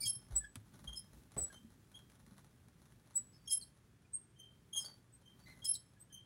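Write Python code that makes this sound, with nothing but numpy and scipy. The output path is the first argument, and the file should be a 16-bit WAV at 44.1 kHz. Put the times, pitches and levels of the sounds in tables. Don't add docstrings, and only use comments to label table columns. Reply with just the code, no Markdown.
import sys
import numpy as np
from scipy import signal
from scipy.fft import rfft, irfft
from scipy.io import wavfile

SR = 44100
rng = np.random.default_rng(int(sys.argv[2]) if len(sys.argv) > 2 else 0)


def materialize(psi):
    bounded = np.clip(np.atleast_2d(psi).T, -1, 1)
    quanta = np.round(bounded * 32767).astype(np.int16)
    wavfile.write(sys.argv[1], SR, quanta)


N = 275625
TIME = np.arange(N) / SR


def undb(db):
    return 10 ** (np.asarray(db) / 20)


def unit(x):
    return x / np.sqrt(np.mean(x ** 2))


def colour(x, points):
    hz, db = np.transpose(points)
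    bins_hz = np.maximum(np.fft.rfftfreq(N, 1 / SR), 1)
    curve = undb(np.interp(np.log(bins_hz), np.log(hz), db))
    return unit(irfft(rfft(x) * curve, N))


def noise(points):
    return colour(rng.standard_normal(N), points)


def wander(t, rate):
    return np.interp(t * rate, np.arange(4096), rng.standard_normal(4096))


def ramp(u):
    return np.sin(np.pi / 2 * np.clip(u, 0, 1)) ** 2


def fade(t, t60):
    return (t >= 0) * np.exp(-np.log(1000) * np.maximum(t, 0) / t60)


def add(track, start_s, sound):
    i = max(int(start_s * SR), 0)
    track[..., i:i + sound.shape[-1]] += sound[..., :N - i]


def blows(hits, t60_s, crack=0):
    envelope, t = np.zeros(N), TIME[:SR // 4]
    for start_s, db in hits:
        add(envelope, start_s, undb(db) * (fade(t, t60_s) + crack * fade(t, 0.02)))
    return envelope


def note(start_s, length_s, hz, db, second_db, third_db, rough,
         settle_s=1, rise_s=0.008, fall_s=0.009, drift_hz=35, slip_hz=170, upper_db=-13):
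    slow_s = 0.45 * length_s * max(1 - np.max(rough), 0) ** 2
    rise, fall = rise_s + slow_s, fall_s + slow_s
    t = TIME[:int((length_s + rise / 2 + fall / 2) * SR)]
    envelope = undb(db) * ramp(t / rise) * ramp((t[-1] - t) / fall)
    settled = ramp((t - rise / 2) / settle_s)
    hz, second_db, third_db, rough = (np.interp(settled, [0, 1], np.resize(value, 2))
                                      for value in (hz, second_db, third_db, rough))
    chatter = np.clip(rough, 0, 1) ** 2
    pitch_hz = hz + chatter * slip_hz * wander(t, 1500) + rough * drift_hz * wander(t, 145.6)
    phase = 2 * np.pi * np.cumsum(pitch_hz) / SR
    level = np.sqrt(2) * envelope * (1 + 1.1 * chatter * wander(t, 700))
    level *= undb((2 + 2.5 * rough) * wander(t, 210))
    harmonics_db = [0, second_db, third_db, third_db + upper_db, third_db + 2 * upper_db]
    wave = sum(undb(gain_db) * np.sin(k * phase)
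               for k, gain_db in enumerate(harmonics_db, 1) if k * hz[0] < SR / 2)
    grit = envelope * chatter * (1 + undb(second_db))
    return start_s - rise / 2, np.array([level * wave, level * np.exp(1j * phase), grit])


def play(notes):
    tracks = np.zeros((3, N), complex)
    for start_s, sound in notes:
        add(tracks, start_s, sound)
    return tracks


# freq_hz, gain_db
AIR_EQ = [(15, -54.5), (25, -17), (92, 2.5), (134, 1.5), (285, -10), (405, -10), (463, -15), (734, -20),
          (1700, -21), (3080, -27.5), (3340, -25.5), (3920, -30), (8140, -31.5), (10700, -31), (16000, -73)]
# pitch_hz, level_db
MAINS_HUM = [(120, -75)]
def room_tone(air_db=-68.5):
    hum = sum(np.sqrt(2) * undb(db) * np.sin(2 * np.pi * hz * TIME) for hz, db in MAINS_HUM)
    return undb(air_db) * noise(AIR_EQ) + hum


# time_s, level_db
EFFORT = [(0, -73), (.27, -77), (.52, -84), (.83, -73), (1.12, -77), (1.28, -74), (1.7, -78.5), (1.85, -80),
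          (2.2, -77.5), (2.52, -79), (2.7, -82.5), (2.92, -79.5), (3.4, -81.5), (4.15, -95), (4.65, -85),
          (4.9, -76.5), (5.12, -92), (5.5, -72.5), (5.85, -89.5), (6.25, -89.5)]
# freq_hz, gain_db
PAW_EQ = [(150, -15.5), (400, 6), (1000, 7), (2000, 5), (4000, -2), (7000, -3), (10500, 3), (12500, -10),
          (16000, -21)]
def paws(clicks_per_s=600, spread_db=5.5, step_db=5.5, trim_db=-3):
    fires = rng.random(N) < clicks_per_s / SR
    strength = undb(spread_db * np.minimum(rng.exponential(size=N), 3.5))
    clicks = fires * strength * np.sign(rng.standard_normal(N))
    scratch = rng.standard_normal(SR // 50) * fade(TIME[:SR // 50], 0.0019)
    patter = colour(signal.fftconvolve(clicks, scratch)[:N], PAW_EQ)
    effort_db = np.interp(TIME, *np.transpose(EFFORT)) + step_db * wander(TIME, 45) + trim_db
    stir = blows([(start_s, -66.5) for start_s, _ in SHUDDERS], t60_s=0.3)
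    scuffs = blows([(start_s, -75.5) for start_s, _ in ACCENT_TICKS], t60_s=0.12)
    return patter * (undb(effort_db) + stir + scuffs)


def rumble(level_db=-70, follow=0.59, sway_db=2):
    effort_db = np.interp(TIME, *np.transpose(EFFORT))
    body = noise([(25, -28.5), (55, 3), (90, -5), (150, 0.5), (240, -2.5), (500, -26), (1500, -32)])
    return body * undb(level_db + follow * (effort_db - effort_db.mean()) + sway_db * wander(TIME, 16))


# start_s, level_db
ACCENT_TICKS = [(0.5565, -44.5), (1.319, -59), (1.449, -69), (1.458, -75), (1.9164, -64), (1.991, -64),
                (2.099, -60.5), (2.119, -66), (2.2644, -63), (2.381, -60.5), (2.4456, -64), (2.684, -68),
                (2.856, -66), (2.9222, -66.5), (3.1026, -69.5), (3.156, -73), (5.621, -72)]
def ticks(small_per_s=18, over_effort_db=4, room_share=0.4):
    starts_s = rng.random(int(small_per_s * N / SR)) * TIME[-1]
    small = zip(starts_s, np.interp(starts_s, *np.transpose(EFFORT)) + over_effort_db)
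    direct = blows([*ACCENT_TICKS, *small], t60_s=0.0082, crack=0.83) * noise(PAW_EQ)
    return direct + room_share * (room(direct) - direct)


# start_s, length_s, pitch_hz, level_db, octave_db, roughness (0-1)
WIRE_PEEPS = [(.008, 0.031, 4543, -49, 8, 0.49), (.01, .05, 5110, -55.5, -18.5, 0),
              (0.022, 0.026, 2307, -56.5, -2, .25), (0.027, 0.044, 4620, -49.5, -2.5, .8),
              (0.406, 0.023, 1730, -62.5, -20, .24), (.441, 0.016, 1663, -49.5, -16, 0.34),
              (1.501, 0.016, 1635, -59, -19, .15), (3.328, 0.14, 4630, -83, -16, 0.35),
              (3.331, .04, 5190, -70.5, -24, 0.5), (3.46, 0.022, 5440, -60, -21, 0.4),
              (4.05, 0.012, 2444, -73, -13, 0.17), (4.847, .022, 4550, -56, -9, 0.8),
              (4.876, .076, 4556, -64.5, -42, 0.09), (5.394, 0.079, 4550, -74.5, -28, 0.33),
              (5.459, 0.08, 2044, -66.5, -4.5, 0.69), (5.509, .08, 2019, -65, -28, 0.25),
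              (5.963, 0.02, 1682, -74.5, -28.5, .1), (6.099, 0.024, 1690, -79, -7, .2)]
def peeps():
    return play([note(start_s, length_s, hz, db, octave_db, octave_db - 11, rough)
                 for start_s, length_s, hz, db, octave_db, rough in WIRE_PEEPS])


# start_s, length_s, level_db, overtones_db, glide_hz
AXLE_CREAKS = [(0.051, 0.027, -44.5, -4.5, -65), (0.875, 0.015, -46, -15, 50),
               (0.931, 0.013, -50.5, -8, 206), (1.944, 0.03, -54.5, -13.5, 100),
               (3.477, .01, -41.5, -4.5, -56), (3.51, 0.027, -44.5, -8, -7), (4.731, 0.028, -45, -5.5, 105),
               (4.76, .036, -42.5, -1, 14.5), (4.846, .014, -53, 1, 200), (5.621, 0.011, -54, -21, -33),
               (5.643, 0.017, -45.5, -9, -100)]
def creaks(pitch_hz=3221, rough=0.27, drag_s=0.035, drag_db=-20):
    notes = []
    for start_s, length_s, db, bright_db, glide_hz in AXLE_CREAKS:
        slide_hz = (pitch_hz + max(-glide_hz, 0), pitch_hz + max(glide_hz, 0))
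        notes.append(note(start_s, length_s, slide_hz, db, bright_db, bright_db, rough,
                          settle_s=0.018, rise_s=0.004, upper_db=-14.5))
        notes.append(note(start_s + length_s, drag_s, pitch_hz, db + drag_db, bright_db, bright_db, rough))
    return play(notes)


# start_s, pitch_hz, level_db
FLOOR_THUMPS = [(0.054, 108, -46.5), (0.16, 121, -50.5), (0.301, 111.5, -45.5), (.316, 52.4, -38.5),
                (0.556, 257, -48.5), (0.567, 105, -45.5), (.846, 149, -53), (0.867, 58.4, -44),
                (1.377, 68.5, -43.5), (1.645, 223, -47.5), (2.273, 210, -56.5), (2.317, 194, -52),
                (2.385, 1116, -55)]
def thumps(rise_cycles=0.93, ring_cycles=16):
    track, t = np.zeros(N), TIME[:SR // 2]
    for start_s, hz, db in FLOOR_THUMPS:
        rise_s, t60_s = rise_cycles / hz, ring_cycles / hz
        envelope = undb(db) * ramp(t / rise_s) * fade(np.maximum(t - rise_s, 0), t60_s)
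        add(track, start_s, envelope * np.sin(2 * np.pi * hz * t))
    return track


# start_s, length_s, level_db, lock_s, attack_roughness (0-1)
AXLE_SQUEALS = [(0.058, 0.049, -44, 0.05, 0.49), (0.125, .044, -59.5, .005, 0),
                (0.958, .04, -51, 0.089, .5), (3.497, 0.058, -48, 0.038, 0.76),
                (3.558, .022, -54, 0.015, 0.42), (4.767, 0.068, -62, 0.2, 0.85),
                (5.645, 0.074, -46.5, .055, 0.6), (5.727, 0.016, -49, 0.021, 0.31)]
def squeals(pitch_hz=5310, full_rough_flat_hz=211, locked_rough=0.14):
    return play([note(start_s, length_s, (pitch_hz - full_rough_flat_hz * rough, pitch_hz), db,
                      second_db=(-1, 13.5), third_db=-19, rough=(rough, locked_rough),
                      settle_s=lock_s, rise_s=0.005, drift_hz=120)
                 for start_s, length_s, db, lock_s, rough in AXLE_SQUEALS])


# start_s, level_db
SHUDDERS = [(0.305, -62), (0.338, -74), (0.834, -80), (1.366, -41), (4.75, -79), (4.859, -75)]
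# freq_hz, gain_db
SHUDDER_EQ = [(35, -26), (60, 4.5), (306, -8.5), (396, -4), (574, -12), (641, -12), (716, -9.5),
              (786, -18.5), (1200, -22), (5000, -47.5), (6500, -74), (11000, -120)]
def shudders():
    return blows(SHUDDERS, t60_s=0.25) * noise(SHUDDER_EQ)


# start_s, length_s, pitch_hz, level_db, sheen_db, roughness (0-1)
AXLE_CHIRPS = [(0.359, 0.022, 8020, -31.5, -59, 0.32), (1.379, 0.015, 8190, -33, -55, .45),
               (1.407, 0.036, 7970, -41, -75.5, 0.47), (3.157, 0.02, 8003, -34.5, -55, 0.26),
               (4.139, 0.03, 8520, -35, -91, 0.18), (5.129, 0.031, 8350, -63.5, -81, 0.54),
               (6, .036, 8260, -58.5, -75, 0.36)]
def chirps(scoop_hz=225, sheen_hz=(14150, 13900), lead_s=0.014, lead_db=-30):
    notes = []
    for start_s, length_s, hz, db, sheen_db, rough in AXLE_CHIRPS:
        timbre = dict(second_db=-22, third_db=-40, rough=rough)
        for slide_hz, level_db in (((hz - scoop_hz, hz), db), (sheen_hz, sheen_db)):
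            notes.append(note(start_s, length_s, slide_hz, level_db, **timbre,
                              settle_s=0.017, rise_s=0.012, drift_hz=150))
        notes.append(note(start_s - lead_s, lead_s, hz - scoop_hz, db + lead_db, **timbre))
    return play(notes)


# start_s, length_s, level_db, attack_overtones_db
COASTING_HOOTS = [(1.541, 0.056, -62, -3), (4.392, 0.074, -56, -2), (5.257, 0.069, -65.5, -7.5),
                  (6.132, .065, -56.5, 4.5)]
def hoots(pitch_hz=3124, mellow_db=-21, rough=0.22, creep_s=0.029, creep_db=-14.5):
    notes = []
    for start_s, length_s, db, bright_db in COASTING_HOOTS:
        overtones_db = (bright_db, bright_db + mellow_db)
        notes.append(note(start_s - creep_s, creep_s, pitch_hz, db + creep_db, mellow_db, mellow_db, rough))
        notes.append(note(start_s, length_s, pitch_hz, db, overtones_db, overtones_db, rough, settle_s=0.062))
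    return play(notes)


# start_s, length_s, level_db, roughness (0-1)
RELEASE_SCRAPES = [(3.612, 0.02, -58, .6), (5.741, 0.022, -53, 0.92)]
def scrapes(pitch_hz=4542, full_rough_fall_hz=604):
    return play([note(start_s, length_s, (pitch_hz, pitch_hz - full_rough_fall_hz * rough), db,
                      second_db=2.5, third_db=-22, rough=rough, settle_s=0.0147, rise_s=0.0037)
                 for start_s, length_s, db, rough in RELEASE_SCRAPES])


# freq_hz, gain_db
RASP_EQ = [(1000, -21.5), (2500, -17), (4500, -3.5), (6500, 0.5), (8500, 4), (10300, 1), (12000, -1),
           (15500, -9)]
def rasp(envelope, grain_db=3):
    return envelope * unit(noise(RASP_EQ) * undb(grain_db * wander(TIME, 600)))


SIDEBANDS = [(1, 1), (-1, 2), (1, 2), (2, 1), (-1, 3), (3, 1), (-1, 1)]
SIDEBAND_GAINS = [2.5, -4, -16.5, -14.5, -20, -12, -27.5]
def squeaks(grit_db=-9, clash_db=-10.5):
    creak, squeal = creaks(), squeals()
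    tones, _, grit = (creak + squeal + chirps() + hoots() + scrapes() + peeps()).real
    low, high = creak[1], squeal[1]
    overlap = np.sqrt(np.abs(low * high))
    for (m, n), db in zip(SIDEBANDS, SIDEBAND_GAINS):
        tones = tones + undb(db) * overlap * np.sin(m * np.angle(low) + n * np.angle(high))
    return tones + rasp(undb(grit_db) * grit + undb(clash_db) * overlap)


# pitch_hz, undamped_t60_s, gain_db
STEEL_MODES = [(1671, 0.19, -7), (2040, 0.56, -3), (2640, 0.25, 2), (3134, 0.39, -1.5), (3177, 0.99, 11),
               (3610, .2, -9), (4390, .2, 7.5), (4600, 0.2, 4), (5100, 0.12, 8), (5290, 0.36, -1.5),
               (6430, .12, -22.5), (7360, 0.1, -7.5), (7630, .14, -7.5), (7850, .12, 8.5),
               (8000, 0.11, -16.5), (9800, 0.16, -3), (10400, .15, -12), (13400, 0.095, -8)]
def wire(x, longest_t60_s=0.3):
    t = TIME[:SR // 2]
    ring = np.zeros(len(t))
    for hz, t60_s, db in STEEL_MODES:
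        decay = fade(t, min(t60_s, longest_t60_s))
        ring += undb(db) * 2 * decay / decay.sum() * np.cos(2 * np.pi * hz * t)
    return x + signal.fftconvolve(x, ring)[:N]


def room(x, walls_t60_s=0.075, tail_t60_s=0.33, tail_db=-15):
    t = TIME[:SR // 2]
    walls = rng.standard_normal(len(t)) * fade(t - 0.002, walls_t60_s)
    tail = rng.standard_normal(len(t)) * fade(t - 0.008, tail_t60_s)
    response = walls / np.linalg.norm(walls) + undb(tail_db) * tail / np.linalg.norm(tail)
    response = signal.sosfilt(signal.butter(1, 9000, fs=SR, output="sos"), response)
    return x + signal.fftconvolve(x, response)[:N]


def scene(axle_db=-3):
    wheel = room(undb(axle_db) * wire(squeaks()) + paws())
    return (wheel + ticks() + thumps() + shudders() + rumble() + room_tone())[None]


def record(dry):
    low_cut = signal.butter(2, 28, "high", fs=SR, output="sos")
    high_cut = signal.ellip(10, 0.2, 70, 15900, fs=SR, output="sos")
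    return signal.sosfilt(high_cut, signal.sosfilt(low_cut, dry))


dry = scene()
out = record(dry)
materialize(out)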